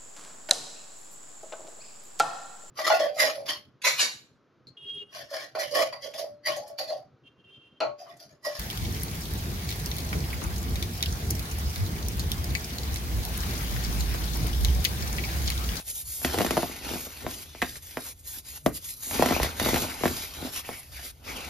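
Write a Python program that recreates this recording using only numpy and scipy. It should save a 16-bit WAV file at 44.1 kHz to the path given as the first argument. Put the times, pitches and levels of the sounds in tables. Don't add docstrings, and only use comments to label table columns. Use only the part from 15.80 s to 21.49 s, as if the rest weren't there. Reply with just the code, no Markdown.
import sys
import numpy as np
from scipy import signal
from scipy.fft import rfft, irfft, next_fast_len
from scipy.io import wavfile
from scipy.ndimage import uniform_filter1d, map_coordinates

SR = 44100
rng = np.random.default_rng(int(sys.argv[2]) if len(sys.argv) > 2 else 0)


def int16_out(signal):
    q = np.round(np.clip(np.atleast_2d(signal).T, -1, 1) * 32767)
    wavfile.write(sys.argv[1], SR, q.astype(np.int16))


def volts_from_db(level):
    exponent = np.asarray(level, float) / 20
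    return 10 ** exponent


N = 250929


def unit(x):
    return x / np.sqrt(np.mean(x ** 2) + 1e-20)


def along(points, hz):
    f, v = np.transpose(points)
    return np.interp(np.log(hz + 1), np.log(f + 1), v)


def wobble(rate):
    knots = rng.standard_normal(int(N * 200 / SR) + 4)
    return map_coordinates(knots, [np.arange(N) * min(rate, 200) / SR])


def filtered(x, response):
    m = next_fast_len(N + SR // 2)
    return irfft(rfft(x, m) * response(np.fft.rfftfreq(m, 1 / SR)), m)[..., :N]


# frequency in Hz, lead of the left port in radians.
PORT_LEAD = [(50, 0), (1000, .55), (1700, .1), (3400, .8), (6500, -1.3), (8250, -3.14), (12000, -6.28),
             (15200, -9.42)]


def lead(hz):
    return np.exp(.5j * along(PORT_LEAD, hz) * [[1], [-1]])


# frequency in Hz, left-right likeness from 0 to 1.
PORT_LIKENESS = [(30, 0.96), (300, 0.83), (1400, 0.04), (2200, 1), (3500, 0.3), (5000, 0.49), (6500, 1),
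                 (15000, 0.72)]


def ports(pair, spectrum):
    hz = np.fft.rfftfreq(next_fast_len(N + 8192), 1 / SR)
    turn = np.arccos(np.clip(along(PORT_LIKENESS, hz), 0, 1)) / 2
    coloured = rfft(pair, 2 * len(hz) - 2) * volts_from_db(along(spectrum, hz))
    mid, side = coloured * [np.cos(turn), np.sin(turn)]
    return unit(irfft(np.array([mid + side, mid - side]) * lead(hz))[:, :N])


def grains(per_s, spread_db, bed):
    draw, size = rng.random((2, N)), rng.exponential(1, (2, N))
    loudness = volts_from_db(spread_db * np.minimum(size, 4))
    hits = (draw < per_s / SR) * loudness * rng.standard_normal((2, N))
    return unit(hits) + bed * rng.standard_normal((2, N))


def strokes(rows, levels_db, slopes):
    t = np.arange(0, N + 64, 64) / SR
    start, length = rows[:, :1], rows[:, 1:2]
    rise_db = -slopes[0] * np.maximum(start - t, 0)
    fall_db = -slopes[1] * np.maximum(t - start - length, 0)
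    power = np.sum(volts_from_db(levels_db[:, None] + rise_db + fall_db) ** 2, axis=0)
    return np.interp(np.arange(N) / SR, t, np.sqrt(power))


# frequency in Hz, width in Hz, level in dB.
TABLE_MODES = [(254.4, 21.4, -3), (349, 190, -21), (475, 70, -35), (695, 26, -3.5)]


def table_wave(hz, cycles=1.18):
    spread = np.exp(-2j * np.pi * cycles * np.log(np.clip(hz, 150, 3000) / 3000))
    modes = sum(volts_from_db(db) * 1j * hz * w / (c * c - hz * hz + 1j * hz * w) for c, w, db in TABLE_MODES)
    return spread * (1 + modes)


# frequency in Hz, 60 dB decay time in seconds.
ROOM_DECAY = [(150, 0.24), (400, 0.24), (700, 0.097), (2000, 0.22), (8000, 0.066)]


def room(x):
    hz, t, z = signal.stft(rng.standard_normal((2, SR // 3)), SR, nperseg=256)
    decay = volts_from_db(-60 * t / along(ROOM_DECAY, hz)[:, None])
    common, own = signal.istft(z * decay, SR, nperseg=256)[1]
    tails = np.array([common + 0.44 * own, common - 0.53 * own]) / np.linalg.norm(common)
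    late = np.pad(x, (200, 0))[None]
    return signal.fftconvolve(late, tails, axes=1)[:, :N]


# frequency in Hz, density in dB per Hz.
AIR_SPECTRUM = [(300, -13), (1200, -8), (3000, -2), (7000, 0), (12000, 1), (15000, -2)]


def floor():
    return volts_from_db(-62.5) * ports(rng.standard_normal((2, N)), AIR_SPECTRUM)


def patches(pair, width_hz, length_s, depth_db):
    z = signal.stft(pair, nperseg=512)[2]
    bins, frames = max(1, round(width_hz * 512 / SR)), max(1, round(length_s * SR / 256))
    field = uniform_filter1d(rng.standard_normal(z.shape[1:]), bins, axis=0)
    field = uniform_filter1d(field, frames, axis=1)
    return signal.istft(z * volts_from_db(depth_db * unit(field)), nperseg=512)[1][:, :N]


def slips(per_s, fade_s, depth):
    jumps = (rng.random(N) < per_s / SR) * rng.uniform(.2, 1.4, N)
    onsets = uniform_filter1d(jumps, size=60) * 60
    return unit(1 + depth * signal.lfilter([1], [1, -np.exp(-1 / (fade_s * SR))], onsets))


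# start in seconds, end in seconds.
HISS_DIPS = [
    (2.33, 2.39),
    (5.315, 5.44),
]


def hush():
    t = np.arange(N) / SR
    dipped = sum(1. * (t > a) * (t < b) for a, b in HISS_DIPS)
    return volts_from_db(-9 * uniform_filter1d(dipped, size=300))


# start in seconds, length in seconds, hiss in dB, coarseness in dB.
FINGER_RUBS = [(0.0, 0.0097, -43, -3.6), (0.081, 0.033, -37, -8), (0.153, 0.066, -37.5, -12),
               (0.279, 0.19, -37, -12), (1.177, 0.089, -42, -4), (1.485, 0.15, -45, -1.5),
               (1.66, 0.29, -56.5, 1), (1.837, 0.14, -47, -2.5), (2.032, 0.25, -50, -3.5),
               (2.253, 0.067, -45, -5), (2.368, 0.037, -50, -10.5), (2.478, 0.11, -40, -7),
               (2.671, 0.1, -44.5, -5.5), (2.784, 0.034, -56, -8), (2.875, 0.0067, -41, -23),
               (2.961, 0.013, -38, -8), (2.995, 0.026, -55.5, -6), (3.049, 0.089, -41, -8),
               (3.165, 0.051, -50, -10), (3.235, 0.1, -38.5, -8.5), (4.542, 0.16, -49, 1),
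               (4.737, 0.07, -42, -1), (4.858, 0.14, -46, -13), (5.026, 0.069, -56, -7),
               (5.131, 0.15, -50, 0.3), (5.253, 0.055, -46, -4), (5.324, 0.12, -64, 3.5)]
# start in seconds, length in seconds, hiss in dB, coarseness in dB,
# crushing force in dB.
FIST_SQUEEZES = [(0.466, 0.35, -40.5, 0.45, -43.5), (0.845, 0.13, -49, 2, -53),
                 (1.055, 0.092, -43, 0.7, -45), (1.292, 0.16, -51.5, 1, -78), (1.419, 0.12, -56, -9, -50),
                 (3.343, 0.17, -37, 1.4, -40.5), (3.539, 0.12, -42, 3.2, -42.5), (3.811, 0.21, -37, 1, -40),
                 (4.112, 0.1, -46.5, 2.2, -51.5), (4.25, 0.17, -40.5, -0.55, -51),
                 (4.59, 0.068, -69, 0.5, -48.5), (4.854, .085, -55.5, 7.5, -64),
                 (5.481, .27, -50.5, 6, -50.5)]
RUB_SLOPES, SQUEEZE_SLOPES = (415, 630), (290, 117)  # (rise, fall) in dB per s


def flow(coarse_share, offset_db):
    gains = []
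    for table, slopes in [(FINGER_RUBS, RUB_SLOPES), (FIST_SQUEEZES, SQUEEZE_SLOPES)]:
        rows = np.array(table)
        gains.append(strokes(rows, offset_db + rows[:, 2] + coarse_share * rows[:, 3], slopes))
    return gains


# frequency in Hz, density in dB per Hz.
FINE_SPECTRUM = [(1200, -54), (5000, -7), (7000, 5.5), (8500, 4.5), (11500, 6), (14000, 4), (15100, 1),
                 (15300, -77)]
COARSE_SPECTRUM = [(900, -42), (1800, -20), (2900, -3), (3600, 3.5), (5000, 2), (6500, -1), (8000, -5.5),
                   (11000, -10.5)]
SCRAPE_SPECTRUM = [(1100, -9), (1700, -8.5), (2050, -4.5), (2800, -7), (3300, -10.5), (5000, -65)]


def powder():
    surge = slips(per_s=34, fade_s=0.0065, depth=0.011) * volts_from_db(0.95 * wobble(28)) * hush()
    rub, squeeze = flow(0.98, 0)
    rub_share = rub / (rub + squeeze)
    hollow_db = 2.1 * np.pad(rub_share, (0, 512), 'edge')[::256][:N // 256 + 2]
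    fine = patches(grains(per_s=6600, spread_db=1.0, bed=2.3), width_hz=500, length_s=0.071, depth_db=3.0)
    coarse = patches(grains(per_s=3000, spread_db=2.0, bed=3.0),
                     width_hz=180, length_s=0.097, depth_db=2 + hollow_db)
    scrape = patches(grains(per_s=2400, spread_db=5.5, bed=1.9), width_hz=400, length_s=0.06, depth_db=3.5)
    hiss = np.hypot(*flow(0, 0)) * ports(fine, FINE_SPECTRUM)
    rasp = np.hypot(rub, squeeze) * ports(coarse, COARSE_SPECTRUM)
    scraping = np.hypot(*flow(1.6, -3)) * ports(scrape, SCRAPE_SPECTRUM)
    left_nearer = volts_from_db(np.array([[.8], [-.8]]))
    return volts_from_db(2.5) * surge * (hiss + left_nearer * (rasp + scraping))


# frequency in Hz, density in dB per Hz.
LUMP_SPECTRUM = [(70, -78), (150, 0.5), (250, 5), (450, 1), (750, -4), (1000, -24.5), (1600, -45)]
GRIT_SPECTRUM = [(500, -4), (850, 9.5), (1100, 1), (1500, 7), (1900, -52), (3000, -39)]
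THUMP_SPECTRUM = [(18, -66), (32, -13), (55, 1), (80, 2.5), (110, -7), (150, -9), (230, -38)]
# start in seconds, length in seconds, thump in dB.
TABLE_JOLTS = [(0.234, 0.06, -49), (0.452, .03, -42), (0.573, 0.027, -30.5), (1.46, 0.023, -45),
               (1.82, 0.016, -40), (2.874, 0.019, -37), (3.608, 0.041, -29), (3.896, 0.063, -34),
               (4.268, 0.048, -35.5), (4.908, 0.026, -47), (5.096, 0.11, -48)]
JOLT_SLOPES = (1600, 230)  # (rise, fall) in dB per s
RESTING_DB = -69, -80, -53


def crumbs():
    rows = np.array(FIST_SQUEEZES)
    force = strokes(rows, rows[:, 4], SQUEEZE_SLOPES)
    grit_db = -3.5 + rows[:, 4] + 0.62 * rows[:, 3]
    drive = [force, strokes(rows, grit_db, SQUEEZE_SLOPES), force * volts_from_db(2)]
    crumble, gritty, heavy = np.hypot(drive, volts_from_db(np.array(RESTING_DB))[:, None])
    jolts = np.array(TABLE_JOLTS)
    heavy = np.hypot(heavy, strokes(jolts, jolts[:, 2], JOLT_SLOPES))
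    surge = wobble(30)
    lumps = filtered(ports(grains(per_s=450, spread_db=2.5, bed=0.85), LUMP_SPECTRUM), table_wave)
    grit = ports(grains(per_s=900, spread_db=-2.0, bed=1.0), GRIT_SPECTRUM)
    thump = ports(rng.standard_normal((2, N)), THUMP_SPECTRUM)
    crumbling = crumble * volts_from_db(2.0 + 0.76 * surge) * unit(lumps)
    return crumbling + gritty * volts_from_db(3.5 + 1.35 * surge) * grit + heavy * thump


def splinter_noise(count):
    return rng.standard_normal(count) + .5 * rng.standard_normal((2, count))


# frequency in Hz, density in dB per Hz.
THUD_SPECTRUM = [(60, -20), (120, -4.5), (250, 1), (420, -1.5), (620, -10.5), (1100, -44.5)]
KNOCK_SPECTRUM = [(250, -35), (450, -7), (650, 2), (1000, -2.5), (1350, -8), (2400, -37)]
BRIGHT_SPECTRUM = [(700, -30), (1250, -8.5), (1900, 7.5), (2600, -0.5), (3800, -9), (9000, -43)]
# time in seconds, knock in dB, weight in dB over the knock, crispness in dB over the knock.
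FIST_FRACTURES = [(0.4473, -17, -1.5, 0.5), (0.509, -40, -12, -17), (0.537, -22.5, -5.5, -10),
                  (0.5429, -18, -6.5, -5), (0.577, -26.5, 5, 0), (0.5861, -20, 0.5, 1.2),
                  (0.5997, -19, -1, -13), (0.6061, -11.5, -7.5, -15), (0.616, -21, 3.5, -1.5),
                  (0.6469, -21, -1, -4), (0.664, -23, 2.5, 0.5), (0.7074, -15.5, -4.5, -3),
                  (0.7337, -32, 5, 0), (0.769, -12.5, -6, -12), (0.7756, -11, -6, -13),
                  (0.824, -37.5, -10, 9.5), (0.83, -17.5, -3.5, -12), (0.8954, -38.5, 5, -12),
                  (1.0902, -30, -7, -1), (1.1354, -33, 11.5, -8), (1.111, -40.5, 13.5, -6),
                  (1.1551, -35, 6, -2),
                  (2.8615, -11.5, 5, -8.5), (3.3106, -25.5, -16, -2.5), (3.351, -25.5, -3, -23),
                      (3.3943, -18, 4, -28), (3.4154, -23, -3, -27), (3.4233, -7, -11, -12),
                      (3.4296, -16, -6, -9), (3.4595, -14.5, -4, -5), (3.4874, -21.5, -1, -1),
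                      (3.5082, -18.5, 2.5, -7), (3.5221, -15, -14, -13), (3.5266, -23, -1, -4),
                      (3.5638, -17.5, -6, -10), (3.5993, -16, -4, -10), (3.631, -22.5, 0.5, 6.5),
                      (3.6454, -22.5, -10, -16), (3.7981, -18.5, -19, 1), (3.814, -26, 2.5, -22),
                      (3.8603, -20, 5.5, -3), (3.8871, -17.5, -6, -17), (3.931, -24, 7, -25),
                      (3.9427, -20, 1, 2), (3.96, -21, -2, 2), (3.9675, -15, -12, -31),
                      (4.0208, -32, 3, -36), (4.0418, -25, -15, -36), (4.0503, -40.5, 10.5, -3),
                      (4.279, -30.5, 2, 8)]
LUMP_FALLS = [(0.417, -36.5, -10, -2), (1.2671, -34, -1, -8), (1.446, -42.5, 12.5, -4),
              (1.4651, -20.5, -0.5, -7), (1.749, -37.5, 1, 1.5), (1.8185, -24.5, -5.5, 12),
              (1.824, -17.5, -4, 5.5), (1.839, -31, -11, -7), (2.1709, -21, -4, 0), (2.1756, -54, -8, -7),
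              (4.2095, -28, -1, -13), (4.2355, -14.5, -3, -7), (4.2554, -13.5, 1.5, -3),
              (4.2606, -25.5, -1, 6), (4.308, -37, 9.5, -3), (4.6246, -45, 18, -10),
              (4.648, -35.5, 10.5, -9), (4.6555, -31, -7, -15), (4.6713, -30, -7, -4),
              (4.8896, -25, -4.5, -4), (4.911, -38.5, 3.5, -2), (2.571, -60, 13, 1.5), (5.192, -39, -13, 2),
              (1.957, -52, -11, 19.5)]
FRACTURE_SNAP_DB, FALL_SNAP_DB = 0.1, -11
LEFT_DB, WANDER_DB = 1, 1.8


def cracks():
    blows, snap = np.zeros((3, 2, N + SR)), np.zeros((2, N + SR))
    t = np.arange(SR // 20) / SR
    events = [(*row, FRACTURE_SNAP_DB) for row in FIST_FRACTURES]
    events += [(*row, FALL_SNAP_DB) for row in LUMP_FALLS]
    for s, knock_db, weight_db, crisp_db, air_db in events:
        at = round(s * SR)
        blow_db = knock_db + np.array([weight_db, 0, crisp_db])
        snap_db = knock_db + crisp_db + air_db
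        sides = volts_from_db(np.array([[.5], [-.5]]) * (LEFT_DB + WANDER_DB * rng.standard_normal()))
        splinters = volts_from_db(-26 - 60 * t / 0.048) * splinter_noise(len(t))
        splinters[:, 0] = 1
        far = rng.integers(2)
        splinters[far] = np.roll(splinters[far], rng.integers(0, 6))
        blows[..., at:at + len(t)] += volts_from_db(blow_db)[:, None, None] * sides * splinters
        snap[:, at:at + len(t)] += volts_from_db(snap_db - 60 * t / 0.038) * splinter_noise(len(t))

    def through_table(blow, points):
        return filtered(blow, lambda hz: volts_from_db(along(points, hz)) * table_wave(hz) * lead(hz))

    def through_air(hz):
        return volts_from_db(along([(1500, -13), (3000, 0.0), (8000, -4), (15000, -5)], hz)) * lead(hz)

    thud, knock, bright = blows[..., :N]
    knocks = volts_from_db(33.5) * through_table(thud, THUD_SPECTRUM)
    knocks += volts_from_db(27.5) * through_table(knock, KNOCK_SPECTRUM)
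    knocks += volts_from_db(19.0) * through_table(bright, BRIGHT_SPECTRUM)
    air = volts_from_db(-1) * filtered(snap[:, :N], through_air)
    return knocks + air + volts_from_db(-12) * room(knocks.mean(0))


def scene():
    return floor() + powder() + crumbs() + cracks()


def low_pass(x):
    return signal.sosfilt(signal.butter(12, 15820, fs=SR, output="sos"), x)


# lower edge in Hz, upper edge in Hz.
SUM_LOST = [(7650, 8900), (14650, 23000)]
DIFFERENCE_LOST = [(11150, 13000), (15150, 23000)]
# start in seconds, end in seconds.
PORTS_APART = [
    (.435, .46),
    (.525, .61),
    (1.43, 1.46),
    (1.81, 1.835),
    (2.855, 2.868),
    (3.19, 3.215),
    (5.305, 5.325),
]


def record(dry):
    def kept(bands, hz):
        return 1 - sum((hz > lo) & (hz < hi) for lo, hi in bands)

    both = np.array([dry[0] + dry[1], dry[0] - dry[1]]) / 2
    mid, side = filtered(both, lambda hz: np.array([kept(SUM_LOST, hz), kept(DIFFERENCE_LOST, hz)]))
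    joined = np.array([mid + side, mid - side])
    separate = filtered(dry, lambda hz: hz < 15400)
    t = np.arange(N) / SR
    apart = uniform_filter1d(sum(1. * (t > a) * (t < b) for a, b in PORTS_APART), 300)
    return low_pass(apart * separate + (1 - apart) * joined)


dry = scene()
out = record(dry)
int16_out(out)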